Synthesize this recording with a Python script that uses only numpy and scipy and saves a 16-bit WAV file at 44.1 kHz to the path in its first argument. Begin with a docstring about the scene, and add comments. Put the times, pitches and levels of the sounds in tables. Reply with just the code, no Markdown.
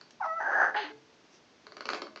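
"""A cockatoo squawks once in a small, hard-walled bathroom, then clacks its beak in a quickening run.
Its voice box (the syrinx) first vibrates evenly, making a clear falling note. It then slaps unevenly,
so the throat rings with a harsh, fluttering rasp, and ends in a short, hissy croak. Each clack
makes the hollow beak ring. The walls echo voice and beak; under them are a faint rustle of
feathers, two dull bumps and a steady hush."""
import sys
import numpy as np
from scipy import signal
from scipy.fft import rfft, irfft
from scipy.io import wavfile
from scipy.ndimage import uniform_filter1d

SR = 44100
rng = np.random.default_rng(int(sys.argv[2]) if len(sys.argv) > 2 else 0)


def store_wav(level_fs):
    """Save 16-bit WAV to argv[1]."""
    pcm = np.round(np.clip(np.atleast_2d(level_fs), -1, 1) * 32767)
    wavfile.write(sys.argv[1], SR, pcm.T.astype(np.int16))


N = 97020
T = np.arange(N) / SR


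def amp(db):
    """Turns decibels into a gain to multiply by."""
    return 10 ** (np.asarray(db) / 20)


def unit(x):
    """Scales a signal to an average (rms) strength of 1."""
    return x / np.sqrt(np.mean(x ** 2) + 1e-20)


def fade(t, ring_s, level_db=0):
    """Starts at level_db and falls 60 dB every ring_s seconds."""
    return amp(level_db - 60 * t / ring_s)


def value_at(points, hz):
    """Looks up a frequency between the rows of a table, on a log scale."""
    freq_hz, values = np.transpose(points)
    return np.interp(np.log(hz + 1), np.log(freq_hz), values)


def levels(rows):
    """One gain curve for each dB column, silent before the first row and after the last."""
    times, *columns = np.transpose(rows)
    return [amp(np.interp(T, times, db)) * (T >= times[0]) * (T <= times[-1]) for db in columns]


def pitch_and_levels(rows):
    """Turns rows of time, pitch and any dB columns into a pitch curve and gain curves."""
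    times, pitch_hz = np.transpose(rows)[:2]
    return np.interp(T, times, pitch_hz), levels(np.delete(rows, 1, axis=1))


def add(mix, start_s, sound):
    """Mixes a sound in at its start time."""
    part = mix[max(round(start_s * SR), 0):][:len(sound)]
    part += sound[:len(part)]


def colour(x, points, size=4096):
    """Makes some frequencies louder and others softer; white noise keeps its overall strength."""
    log_gain = np.log(amp(value_at(points, abs(np.fft.fftfreq(size, 1 / SR)))))
    response = np.exp(np.conj(signal.hilbert(log_gain)))  # rings after a sound, never before
    taps = np.fft.ifft(response).real[:size // 2]
    return signal.fftconvolve(x, taps / np.linalg.norm(taps))[:len(x)]


def wobbly_phase(hz, jitter, rate_hz):
    """The running angle of a vibration whose pitch wanders at random by the fraction jitter."""
    keep_slow = np.exp(-(np.fft.rfftfreq(N, 1 / SR) / rate_hz) ** 2)
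    wander = unit(irfft(rfft(rng.standard_normal(N)) * keep_slow, N))
    return 2 * np.pi * np.cumsum(hz * (1 + jitter * wander)) / SR


# The tone of the hush: freq_hz, gain_db
AIR_COLOUR = [(20, -34.5), (146, -10.5), (319, -6), (472, -10.5), (600, -10), (828, -13.5), (5730, -21.5),
              (8680, -27.5), (19100, -120)]

def room_air(level_db=-61.5):
    """A faint, steady hush fills the room."""
    return amp(level_db) * unit(colour(rng.standard_normal(N), AIR_COLOUR))


# How long the room rings, from low to high: freq_hz, ring_s
ROOM_RING = [(150, 0.67), (400, 0.4), (850, 0.28), (5000, 0.24), (8000, 0.14)]
# Bounces off the nearest walls: delay_s, gain
WALL_ECHOES = [(.0034, 0.12), (.0052, -0.16), (0.0163, .15)]

def bathroom(x, size=32768, standing_wave_hz=440.7):
    """Hard walls return a few quick echoes, a dense tail and one standing wave that rings on."""
    average_fade = fade(np.arange(size) / SR, np.mean(np.transpose(ROOM_RING)[1]))
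    noise = rng.standard_normal(size)
    for _ in range(6):  # even out the noise across pitch, then across time
        even = irfft(np.exp(1j * np.angle(rfft(noise * average_fade))), size)
        noise = even / np.sqrt(abs(uniform_filter1d(even ** 2, size=300)) + 1e-20)
    hz, frame_s, bands = signal.stft(noise, SR, nperseg=256)
    bands = bands * fade(frame_s, value_at(ROOM_RING, hz)[:, None])
    tail = signal.istft(bands, SR, nperseg=256)[1]
    t = np.arange(len(tail)) / SR
    tail *= np.clip(t / .0042 - .5, 0, 1)  # the tail arrives a moment late
    tail /= np.linalg.norm(tail)
    tail += .0025 * fade(t, ring_s=1) * np.sin(2 * np.pi * standing_wave_hz * t)
    for delay_s, gain in WALL_ECHOES:
        add(tail, delay_s, np.array([gain]))
    return signal.fftconvolve(x, tail)[:N]


# Faint, dull thuds: start_s, pitch_hz, level_db
SOFT_BUMPS = [(0.126, 235.7, -62), (.95, 135.5, -63.5)]

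def bumps(rise_s=.007, ring_s=.6):
    """Soft low thuds, perhaps the perch as the bird shifts its feet."""
    out, t = np.zeros(N), T[:SR // 2]
    rise = np.minimum(t / rise_s, 1)
    for start_s, hz, db in SOFT_BUMPS:
        add(out, start_s, rise * fade(t, ring_s, db) * np.sin(2 * np.pi * hz * t))
    return out


# The thin tone of rustling feathers, also used for the beak's scrape: freq_hz, gain_db
SCRAPE_COLOUR = [(1000, -19.5), (2800, -3), (4200, -9.5), (5800, -0.5), (9000, -17.5)]

def feathers(peak_s=1.35, width_s=.035, level_db=-61.5):
    """The feathers stir in one soft, brief rustle."""
    swell = np.exp(-((T - peak_s) / width_s) ** 2)
    return amp(level_db) * swell * colour(rng.standard_normal(N), SCRAPE_COLOUR)


# How loud the beak grinds around the hardest clacks: time_s, level_db
GRIND_LEVELS = [(1.885, -44.5), (1.895, -49.5), (1.955, -42.5), (2.0, -57.5)]
# The tone of the grinding: freq_hz, gain_db
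SLIP_COLOUR = [(120, -33.5), (280, -1.5), (2500, 2.5), (3300, -16), (7200, -7.5), (9000, -29)]

def beak_grinding(slips_per_s=1100, spread_db=5.5):
    """The two halves of the beak rub together in many tiny slips."""
    slips = (rng.random(N) < slips_per_s / SR) * rng.choice([-1., 1.], N)
    slips *= amp(spread_db * rng.standard_normal(N))
    return levels(GRIND_LEVELS)[0] * unit(colour(slips, SLIP_COLOUR))


# Clacks, mostly in pairs as the tip hits and bounces: start_s, level_db, treble_db, knock_db
BEAK_CLACKS = [(0.012, -44, 16.5, 0.5), (1.6674, -34.5, 4, 1.5), (1.721, -35.5, 4.5, 2.5),
               (1.768, -27.5, 0.5, -3), (1.7811, -35, -8, -0.5), (1.807, -24.5, -1, -4.5),
               (1.822, -35, -1, 1), (1.8551, -23, 1.5, -3.5), (1.8675, -32, -1, 2),
               (1.8891, -18.5, 1.5, -4), (1.902, -18, -3.5, -4), (1.933, -16.5, -2, -6),
               (1.9457, -20.5, -1.5, -2.5), (2.019, -25, 6.5, 5), (2.032, -34, -11, 8),
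               (2.069, -31.5, -5, -3), (2.16, -30.5, 4.5, -0.5), (2.1737, -31.5, 1, -8)]
# The notes of the hollow beak, its hard tip and the low knock: pitch_hz, level_db, ring_s
HOLLOW_NOTES = [(754, -12, 0.016), (1208, 3, 0.0064), (1462, -1.5, 0.0071), (2190, -14, 0.018),
                (2690, -10, 0.0073)]
TIP_NOTES = [(4500, 1, 0.0056), (7140, -19, .005)]
KNOCK_NOTES = [(285, -18, 0.03), (351.4, -29, 0.21), (422.3, -19, 0.096), (593, -9, 0.023)]
# The tone of the tip's snap: freq_hz, gain_db
TIP_SNAP_COLOUR = [(300, -3.5), (1500, 1), (3300, -8), (4200, -1.5), (6000, -12), (9000, -26.5)]

def beak_clacks(size=5000, contact_s=.0013, knock_rise_s=.003):
    """In each clack the tip snaps, the hollow beak rings and a low knock swells just after."""
    out, t = np.zeros(N), np.arange(size) / SR
    contact = np.minimum(t / contact_s, 1)
    knock_rise = np.minimum(t / knock_rise_s, 1)

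    def ring(notes, random_phase=False):
        """Struck notes die away, tuned a little differently each time."""
        sound = np.zeros(size)
        for hz, db, ring_s in notes:
            pitch_hz = hz * (1 + .015 * rng.standard_normal())
            turns = pitch_hz * t + random_phase * rng.random()
            sound += fade(t, ring_s, db) * np.sin(2 * np.pi * turns)
        return sound

    def burst(points, level_db, ring_s):
        """A click made of quickly fading noise."""
        return colour(rng.choice([-1., 1.], size) * fade(t, ring_s, level_db), points)

    for start_s, db, treble_db, knock_db in BEAK_CLACKS:
        shell = ring(HOLLOW_NOTES) + amp(treble_db) * ring(TIP_NOTES)
        knock = amp(knock_db) * knock_rise * ring(KNOCK_NOTES, random_phase=True)
        snap_db = -7 + treble_db + .37 * (db + 26)  # harder clacks have a bigger share of snap
        snap = burst(TIP_SNAP_COLOUR, snap_db, ring_s=.012)
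        add(out, start_s, amp(db) * (contact * (shell + snap) + knock))
    edge_scrape = burst(SCRAPE_COLOUR, level_db=-44.5, ring_s=.017)
    add(out, start_s=.1075, sound=edge_scrape)
    return signal.sosfilt(signal.butter(5, 210, "high", fs=SR, output="sos"), out)


def voice_pulses(hz, jitter, breath):
    """The voice box slaps unevenly, with a puff of air each time; breath (0 to 1) favours the puffs."""
    turns = wobbly_phase(hz, jitter, rate_hz=300) / (2 * np.pi)
    slaps = np.diff(np.floor(turns), prepend=0)
    puffs = (.4 + np.exp(-(turns % 1) / 1.3)) * rng.standard_normal(N)
    return unit((1 - breath) * unit(slaps - slaps.mean()) + breath * unit(puffs))


# The croak's note and its first two harmonics: time_s, pitch_hz, first_db, second_db
CROAK_NOTE = [(.744, 400, -64, -58), (.752, 407, -46, -34), (.772, 428, -51, -30.5),
              (.798, 422, -49, -33.5), (.815, 405, -43, -48), (.835, 400, -45, -54), (.848, 297, -49, -62),
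              (.893, 296, -52, -72), (.91, 432, -53, -68), (.945, 432, -54, -74), (.99, 432, -70, -91)]
# How hoarse the croak is: time_s, throat_db, hiss_db
HOARSE_LEVELS = [(.741, -71, -67), (.7455, -31.5, -54), (.758, -34, -54), (.762, -32, -41),
                 (.79, -34, -42.5), (.812, -41, -44), (.85, -41, -45), (.875, -45.5, -53),
                 (.92, -52.5, -61)]
# The tone of the hoarse throat and of the hiss: freq_hz, gain_db
CROAK_THROAT = [(200, -31.5), (350, -11), (700, 5), (1000, 3.5), (1250, 0.5), (1600, 9), (1950, 6),
                (2300, -4), (3500, -47.5)]
CROAK_HISS = [(1500, -38.5), (2500, 0.5), (3000, 7), (3600, -2), (4200, 0.5), (5000, -7), (5450, -26),
              (6400, -11.5), (7100, -57.5)]

def croak():
    """A lower note, hoarse at first, dips under a hiss and ends in a soft hoot."""
    pitch_hz, gains = pitch_and_levels(CROAK_NOTE)
    phase = wobbly_phase(pitch_hz, jitter=.012, rate_hz=91)
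    tone = np.sqrt(2) * sum(gain * np.sin(k * phase) for k, gain in enumerate(gains, 1))
    pulses = voice_pulses(pitch_hz, jitter=.11, breath=.64)
    throat_gain, hiss_gain = levels(HOARSE_LEVELS)
    return tone + throat_gain * colour(pulses, CROAK_THROAT) + hiss_gain * colour(pulses, CROAK_HISS)


def steady_pressure(x, smooth_s=.005):
    """Steady air pressure holds a rough vibration at an even strength."""
    window = signal.windows.hann(2 * round(smooth_s * SR))
    power = signal.fftconvolve(x ** 2, window / window.sum(), "same")
    return x / np.sqrt(abs(power) + 1e-12)


# How loud the throat's low and high rings are: time_s, low_db, high_db
RASP_LEVELS = [(.39, -72, -75.5), (.405, -31, -34), (.44, -38.5, -36), (.5, -30, -31), (.535, -42, -27.5),
               (.555, -30, -29.5), (.62, -25.5, -22.5), (.662, -34.5, -25), (.682, -37.5, -31),
               (.697, -57, -30.5), (.735, -62, -55)]
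# The tone of each ring: freq_hz, gain_db
LOW_RING = [(60, -69), (250, -63.5), (500, -21.5), (640, -4.5), (800, 1.5), (930, -0.5), (1080, -17.5),
            (1400, -28.5), (2400, -71.5)]
HIGH_RING = [(60, -67), (330, -11), (560, -10.5), (800, -22.5), (1200, -6.5), (1640, 3.5), (1820, -4),
             (2250, -31.5), (3050, -37), (3900, -48), (4750, -35.5), (5400, -45.5), (6250, -30.5),
             (7200, -71.5)]
# A strained tone that wavers inside the rasp: time_s, pitch_hz, level_db
STRAINED_TONE = [(.41, 1620, -50), (.455, 1590, -32), (.53, 1630, -33), (.553, 1640, -25.5),
                 (.6, 1630, -25), (.625, 1520, -28), (.665, 1590, -25), (.7, 1590, -50)]

def rasp(pulse_hz=545.8, flutter_hz=80, flutter_start_s=.36, flutter_full_s=.7):
    """Rough pulses ring the throat around a strained tone; brief chokes of the voice make it flutter."""
    depth = .85 * np.clip((T - flutter_start_s) / (flutter_full_s - flutter_start_s), 0, 1)
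    chokes = (.5 + .5 * np.sin(wobbly_phase(flutter_hz, jitter=.22, rate_hz=47))) ** 2
    pulses = voice_pulses(pulse_hz, jitter=.11, breath=.42)
    low_gain, high_gain = levels(RASP_LEVELS)
    low = low_gain * steady_pressure(colour(pulses, LOW_RING))
    high = high_gain * steady_pressure(colour(pulses, HIGH_RING))
    tone_hz, (tone_gain,) = pitch_and_levels(STRAINED_TONE)
    tone = np.sqrt(2) * tone_gain * np.sin(wobbly_phase(tone_hz, jitter=.026, rate_hz=200))
    return (1 - depth * chokes) * (low + high + tone)


# The falling note that opens the squawk: time_s, pitch_hz
FALLING_PITCH = [(.2, 1120), (.207, 947), (.215, 788), (.228, 741), (.246, 640), (.285, 654.5),
                 (.312, 639.8), (.335, 650.6), (.372, 666.4), (.41, 647.4)]
# Its harmonics, at 1, 2 and 3 times the pitch: time_s, first_db, second_db, third_db
HARMONIC_LEVELS = [(.2, -53, -84.5, -86.5), (.209, -32, -61, -70.5), (.227, -39, -37.5, -55.5),
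                   (.243, -53, -33, -49.5), (.262, -38.5, -37.5, -62), (.288, -45.5, -31.5, -44.5),
                   (.335, -40, -34, -46), (.36, -54.5, -33, -54), (.395, -41.5, -34, -45),
                   (.45, -56, -68.5, -55)]
# Fainter harmonics that follow the third: pitch_multiple, relative_db
UPPER_HARMONICS = [(4, -24.5), (7, -29), (9, -27)]
# How loud the voice cracks as it falls: time_s, level_db
CRACK_LEVELS = [(.2, -69.5), (.21, -38.5), (.235, -40.5), (.257, -31), (.272, -37), (.3, -73)]
# The tone of the crack: freq_hz, gain_db
CRACK_TONE = [(300, -44), (620, -25), (780, 5.5), (1450, -9), (3200, -40), (5900, -33.5), (7500, -66.5)]

def clear_note():
    """The voice box vibrates evenly: a nearly pure note drops, cracks briefly and holds."""
    pitch_hz = np.interp(T, *np.transpose(FALLING_PITCH))
    phase = wobbly_phase(pitch_hz, jitter=.005, rate_hz=260)
    gains = levels(HARMONIC_LEVELS)
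    tone = sum(gain * np.sin(k * phase) for k, gain in enumerate(gains, 1))
    upper = gains[-1] * sum(amp(db) * np.sin(round(k) * phase) for k, db in UPPER_HARMONICS)
    crack = levels(CRACK_LEVELS)[0] * colour(rng.standard_normal(N), CRACK_TONE)
    return np.sqrt(2) * (tone + upper) + crack


def scene():
    """The bird, heard directly and thrown back by the walls, over the quiet background."""
    # sound, echo_db
    bird = [(clear_note(), -13), (rasp(), -10), (croak(), -14), (beak_clacks() + beak_grinding(), -5.5)]
    direct = sum(sound for sound, _ in bird)
    echoes = bathroom(sum(amp(echo_db) * sound for sound, echo_db in bird))
    return (direct + echoes + feathers() + bumps() + room_air())[None]


def record(dry, soften_hz=6710, cutoff_hz=8834):
    """Softens the treble, then cuts off the very highest sounds."""
    softened = signal.sosfilt(signal.butter(8, soften_hz, fs=SR, output="sos"), dry)
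    cutoff = signal.firwin(511, cutoff_hz, window=("kaiser", 9), fs=SR)
    return signal.oaconvolve(softened, cutoff[None], "same")


dry = scene()
out = record(dry)
store_wav(out)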